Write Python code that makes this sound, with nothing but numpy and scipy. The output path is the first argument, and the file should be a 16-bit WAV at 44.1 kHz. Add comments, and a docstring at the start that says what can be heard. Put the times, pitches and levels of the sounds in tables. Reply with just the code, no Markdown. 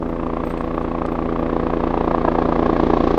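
"""A helicopter flies toward the microphone over open country, growing louder and brighter.
At first, something small rustles and clinks close by; after about a second only a few lone clinks remain.
Throughout, each of four blades gives a low thump, a knock, sharp slaps against tip vortices and a swish
of noise, while the tail rotor buzzes underneath as a fast pulse train. The slaps change colour and
balance as the distance shrinks. Steady filtered noise is the outdoor air."""
import sys
import numpy as np
from scipy import signal
from scipy.fft import rfft, irfft, next_fast_len
from scipy.io import wavfile
from scipy.ndimage import uniform_filter1d, minimum_filter1d

SR = 44100
rng = np.random.default_rng(int(sys.argv[2]) if len(sys.argv) > 2 else 0)


def output_pcm(signal):
    """Save a mono or channel-first signal as 16-bit PCM at the path in sys.argv[1].

    Samples are clipped to [-1, 1] before scaling.
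    """
    pcm = np.clip(np.atleast_2d(signal).T, -1, 1) * 32767
    wavfile.write(sys.argv[1], SR, np.round(pcm).astype(np.int16))


N = 140238

# The approach, layer by layer: (time [s], thump level [dB], slap level [dB], tail rotor level [dB],
# churn level [dB], hiss level [dB], chop level [dB])
APPROACH_LEVELS = [(0, -30.5, -32.5, -25.5, -35.5, -52.5, -30), (.5, -30, -30, -26.5, -33.5, -47, -30.5),
                   (1, -30.5, -27, -25.5, -34, -48.5, -29), (1.5, -29, -26, -23.5, -32, -47, -26.5),
                   (2, -28, -23, -24, -30, -45.5, -26.5), (2.5, -27.5, -22.5, -21.5, -29, -45, -24),
                   (2.9, -26, -23, -20.5, -28.5, -43, -21), (3.18, -25, -23, -23, -27.5, -42.5, -23)]
# The four main blades in turn: (slap level [dB], level of an extra strike just before the main one [dB])
FOUR_BLADES = [(-0.5, -15.5), (1, -3), (0.94, -22), (-1.5, -11.5)]


def amp(db):
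    """Decibels to gain."""
    return 10 ** (np.asarray(db) / 20)


def unit(x):
    """Scales to rms 1."""
    return x / np.sqrt(np.mean(x ** 2) + 1e-20)


def seconds(ms):
    """Milliseconds to seconds."""
    return ms / 1000


def curve(table, column=1):
    """One column of a time table, sample by sample."""
    table = np.array(table)
    return np.interp(np.arange(N) / SR, table[:, 0], table[:, column])


def colour(x, spectrum, turn=1):
    """Filters by a spectrum, falling steeply past its end; turn=1j makes each pulse a push then a pull."""
    size = next_fast_len(N + SR // 4)
    hz, db = np.transpose(spectrum)
    f = np.fft.rfftfreq(size, 1 / SR)
    gain = amp(np.interp(np.log(f + 1), np.log(hz + 1), db))
    gain = gain * (1 - np.exp(-(f / 10) ** 2))  # removes the deepest rumble
    gain = gain / np.maximum(f / hz[-1], 1) ** 6
    return irfft(rfft(x, size) * gain * turn, size)[:N]


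def passes(rate, first_s):
    """Times at which a blade points at the microphone, from the summed blade rate."""
    count = np.cumsum(curve(rate)) / SR - first_s * rate[0][1]
    return np.interp(np.arange(int(count[-1]) + 1), count, np.arange(N) / SR)


def clicks(times, gains):
    """A train of single impulses."""
    at = np.round(times * SR).astype(int)
    inside = (at >= 0) & (at < N)
    return np.bincount(at[inside], (gains * np.ones(len(at)))[inside], N)


def add(mix, s, sound):
    """Mixes a sound in at a time."""
    part = mix[max(round(s * SR), 0):][:len(sound)]
    part += sound[:len(part)]


def blade_db(times):
    """The loud-soft pattern that repeats with every turn of the four-bladed rotor."""
    # How unequal the blades are: (time [s], share of their level differences [1])
    unevenness = [(1.5, 0.32), (2.1, 1.5)]
    pattern_db = np.resize(np.array(FOUR_BLADES)[:, 0], len(times))
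    return pattern_db * np.interp(times, *np.transpose(unevenness))


def drift(count, wake_memory=.3):
    """Chance values that carry over in part from one blade pass to the next."""
    fresh = np.sqrt(1 - wake_memory ** 2)
    return signal.lfilter([fresh], [1, -wake_memory], rng.standard_normal(count))


def reflected(x):
    """An inverted reflection, arriving late, combs the slaps, less as they near."""
    # Reflection against the direct sound: (time [s], level [dB])
    reflection = [(.7, -6), (2.5, -14)]
    delay_ms = 2.09
    late = np.interp(np.arange(N) - seconds(delay_ms) * SR, np.arange(N), x, left=0)
    return x - amp(curve(reflection)) * late


def slap(times):
    """Each blade cuts several tip vortices: a quick cluster of pull-push spikes, rebalanced on approach."""
    # Single blades that meet a vortex with other force: (time [s], extra slap level [dB])
    hard_slaps = [(.369, 4.5), (.437, 1.5), (.506, 2), (1.19, 1.5), (1.736, 2), (1.838, 1.5), (2.147, 4.5),
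                  (2.25, 0), (2.284, 5.5), (2.421, -1), (2.9, 2)]
    # Vortex strikes within one blade pass: (delay [ms], far level [dB], midway level [dB],
    # near level [dB], timing scatter [ms])
    strikes = [(-4.5, -17, -9, -11.5, 0.33), (-2, -7.5, -3, -2.5, 0.18), (0.68, -2.5, 1.5, -0.5, 0.1),
               (0.93, -3, -9.5, -7.5, 0.28), (3.5, -7.5, -14, -3, 0.29)]
    # Slap spectra from far and from nearer: (frequency [Hz], relative level per Hz [dB])
    far_spectrum = [(340, -22), (480, 7), (570, 7.5), (700, -5), (930, 7), (1120, 1.5), (1280, -4.5),
                    (1460, -10), (2000, -23.5), (2600, -20.5), (3100, -42.5), (6000, -61)]
    near_spectrum = [(200, -31.5), (350, -2), (500, 9), (720, 0), (1000, 4), (1160, -2), (1300, -7.5),
                     (1460, -23), (1650, -9.5), (1900, -35), (2650, -31), (6000, -62)]
    extra_strike_ms, spread_db = -0.46, 2

    force_db = blade_db(times)
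    for s, db in hard_slaps:
        force_db[np.argmin(abs(times - s))] += db

    midway = np.interp(times, [1, 2.46], [0, 1])  # also fades in the extra strike just before the main one
    extra_strike_db = np.resize(np.array(FOUR_BLADES)[:, 1], len(times))
    train = -clicks(times + seconds(extra_strike_ms), amp(force_db + extra_strike_db) * midway)
    for delay_ms, far_db, midway_db, near_db, scatter_ms in strikes:
        db = far_db + (midway_db - far_db) * midway
        db = np.where(times > 2.3, near_db, db)  # the near balance takes over at once
        db = db + spread_db * np.tanh(rng.standard_normal(len(times)))
        strike_ms = delay_ms + scatter_ms * drift(len(times))
        train -= clicks(times + seconds(strike_ms), amp(force_db + db))

    train = reflected(train)
    near = np.interp(np.arange(N) / SR, [1, 2.58], [0, 1])
    sound = (1 - near) * unit(colour(train, far_spectrum, turn=1j))
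    sound = sound + near * unit(colour(train, near_spectrum, turn=1j))
    return amp(curve(APPROACH_LEVELS, column=2)) * sound


def thump(times):
    """The broad pressure pulse pushed ahead of each blade."""
    # Thump spectrum: (frequency [Hz], relative level per Hz [dB])
    thump_spectrum = [(15, 4), (29, 0.5), (58, -2.5), (88, -13.5), (117, -13.5), (150, -21), (220, -35.5),
                      (500, -100)]
    lag_ms = 3.6
    pulses = clicks(times + seconds(lag_ms), 1)
    return amp(curve(APPROACH_LEVELS, column=1)) * unit(colour(pulses, thump_spectrum))


def chop(times):
    """The steady low-middle knock of each blade's load, nearly the same every pass."""
    # Knock spectrum: (frequency [Hz], relative level per Hz [dB])
    chop_spectrum = [(100, -43.5), (185, -11.5), (230, -5.5), (290, 1), (330, 1.5), (380, -3), (440, -8),
                     (500, -6.5), (560, -6.5), (640, -16), (1100, -36)]
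    lag_ms, scatter_ms, spread_db = -0.33, 0.016, 0.85
    late, strength = rng.standard_normal((len(times), 2)).T
    train = clicks(times + seconds(lag_ms + scatter_ms * late), amp(spread_db * strength))
    return amp(curve(APPROACH_LEVELS, column=6)) * unit(colour(-train, chop_spectrum))


def swish(times, spectrum, lag_ms, rise_ms, fall_ms, between_db):
    """Turbulent noise that swells as each blade sweeps forward, over a floor between blades."""
    t = np.arange(-SR // 20, SR // 20) / SR
    shape = np.exp(-abs(t) / seconds(np.where(t < 0, rise_ms, fall_ms)))
    blades = clicks(times + seconds(lag_ms), amp(blade_db(times) / 2))
    swell = signal.fftconvolve(blades, shape, "same")
    level = np.hypot(swell, amp(between_db))
    return unit(colour(level * rng.standard_normal(N), spectrum))


def turbulence(times):
    """Low churn and high hiss off the blades; the air absorbs less treble as the distance shrinks."""
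    # Noise spectra: (frequency [Hz], relative level per Hz [dB])
    churn_spectrum = [(20, -19.5), (60, -10.5), (130, -12.5), (200, 4), (320, 0), (500, 3), (750, -1),
                      (1150, 0.5), (1450, -9.5), (1700, -10), (2100, -14.5), (3500, -58)]
    hiss_spectrum = [(600, -34), (1500, -3), (2000, 3), (2500, 1.5), (2900, -2.5), (3500, -3), (4300, -10),
                     (6500, -27), (8000, -38), (15000, -79)]
    brighten_db_per_s, bright_hz = 6, 4500

    churn = swish(times, churn_spectrum, lag_ms=2.1, rise_ms=9.5, fall_ms=11, between_db=-12.5)
    hiss = swish(times, hiss_spectrum, lag_ms=1, rise_ms=4, fall_ms=8, between_db=-10)
    highpass = signal.butter(2, bright_hz, "high", fs=SR, output="sos")
    top = signal.sosfiltfilt(highpass, hiss)
    top_db = brighten_db_per_s * (np.arange(N) - N / 2) / SR
    hiss = hiss + top * (amp(top_db) - 1)
    churn = amp(curve(APPROACH_LEVELS, column=4)) * churn
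    return churn + amp(curve(APPROACH_LEVELS, column=5)) * hiss


def tail_rotor():
    """A fast train of push-pull pulses with one short echo."""
    # Tail rotor speed: (time [s], blade passes per second [1/s])
    tail_rate = [(0, 82.7), (2, 82.7), (2.6, 82.35), (3.18, 82.25)]
    # Buzz spectrum: (frequency [Hz], relative level per Hz [dB])
    tail_spectrum = [(40, -56.5), (83, -7), (165, 3.5), (248, 2), (330, -1.5), (413, 0), (496, 1),
                     (580, -8), (740, -11), (1100, -26), (3000, -70.5)]
    scatter_ms, spread_db, echo_ms, echo_db = 0.054, 0.5, 3.29, -8

    times = passes(tail_rate, first_s=.0072)
    late, strength = rng.standard_normal((len(times), 2)).T
    times = times + seconds(scatter_ms * late)
    gains = amp(spread_db * strength)
    train = clicks(times, gains) + clicks(times + seconds(echo_ms), gains * amp(echo_db))
    return amp(curve(APPROACH_LEVELS, column=3)) * unit(colour(train, tail_spectrum, turn=1j))


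def clink(low_db, count=4):
    """A few quick, weakening bounces; each rings the metal's modes in a different mix."""
    # Modes of the metal piece: (frequency [Hz], level [dB], time to fall by 60 dB [s])
    metal_modes = [(8230, -7, .12), (12720, -8, .11), (14700, -6, .06), (15180, -9, .06)]
    bounce_ms, bounce_loss_db, spread_db, ring_detune = 5, 2.5, 2.5, .008

    t, sound = np.arange(SR // 5) / SR, np.zeros(SR // 5)
    gaps = seconds(bounce_ms) * rng.uniform(.5, 2, count)
    for bounce, s in enumerate(np.cumsum(gaps) - gaps[0]):
        for k, (hz, mode_db, t60) in enumerate(metal_modes):
            strength, detune = rng.uniform(-0.84, 1, 2)
            db = mode_db + spread_db * strength - bounce_loss_db * bounce
            if k == 0:
                db += low_db
            ring = np.sin(2 * np.pi * hz * (1 + ring_detune * detune) * t)
            add(sound, s, amp(db - 60 * t / t60) * ring)
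    return sound


def handling():
    """Brief grainy scuffs and the ticking jingle of a small metal piece beside the microphone."""
    # Close rustles, each peaking at half its length: (time [s], length [s], level [dB])
    rustles = [(0.083, 0.014, -59), (0.265, .008, -52.5), (0.447, 0.0049, -53), (0.47, 0.0072, -50),
               (0.494, 0.013, -50), (0.57, 0.013, -54), (0.606, .007, -51), (0.745, 0.0066, -58),
               (0.804, .03, -60), (1.062, 0.0035, -40)]
    # Rustle spectrum: (frequency [Hz], relative level per Hz [dB])
    rustle_spectrum = [(1500, -5), (3500, 7.5), (6000, -3.5), (8500, -4), (11000, -14), (15000, -24)]
    # Small metal clinks: (time [s], level [dB], extra level of the lowest mode [dB])
    clinks = [(.086, -60, -9), (.453, -54, 2), (.47, -56, -10), (0.487, -57, -6), (.499, -56, 6),
              (.583, -65, 8), (.636, -62, -11), (.748, -63, -4), (.787, -66, -6), (1.115, -57, -3),
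              (1.389, -60, -16), (2.038, -62, -12)]
    grain_db = 6.5

    t, scuffs, rings = np.arange(SR // 5) / SR, np.zeros(N), np.zeros(N)
    for s, length, db in rustles:
        add(scuffs, s, amp(db) * t / length * np.exp(1 - 2 * t / length) * 2)
    for s, db, low_db in clinks:
        add(rings, s, amp(db) * clink(low_db))
    slow_noise = unit(uniform_filter1d(rng.standard_normal(N), size=70))
    grains = amp(grain_db * np.clip(slow_noise, -2, 2))
    return scuffs * unit(colour(grains * rng.standard_normal(N), rustle_spectrum)) + rings


def outdoor_air():
    """The background of the open country: steady noise, mostly low."""
    # Air spectrum: (frequency [Hz], relative level per Hz [dB])
    air_spectrum = [(20, -6.5), (100, -5), (500, -1), (2000, -37), (5000, -34.5), (8000, -44.5),
                    (11000, -49), (15000, -63)]
    return amp(-40) * unit(colour(rng.standard_normal(N), air_spectrum))


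def scene():
    """Both rotors over the outdoor air, with the small close sounds."""
    # Main rotor speed: (time [s], blade passes per second [1/s])
    blade_rate = [(0, 29.23), (1, 29.24), (1.5, 29.265), (1.9, 29.22), (2.3, 29.13), (2.8, 29.09),
                  (3.18, 29.09)]
    times = passes(blade_rate, first_s=.0268)
    main_rotor = slap(times) + thump(times) + chop(times) + turbulence(times)
    return (main_rotor + tail_rotor() + handling() + outdoor_air())[None]


def record(dry):
    """A gentle limiter holds peaks above its ceiling; then the recorder's band limit."""
    ceiling, edge_hz = .8, 15450
    room = np.minimum(1, ceiling / (abs(dry) + 1e-9))
    gain = minimum_filter1d(room, size=441)
    gain = uniform_filter1d(uniform_filter1d(gain, size=221), size=221)
    lowpass = signal.firwin(511, edge_hz, window=("kaiser", 9), fs=SR)
    return signal.oaconvolve(dry * gain, lowpass[None], "same")


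dry = scene()
out = record(dry)
output_pcm(out)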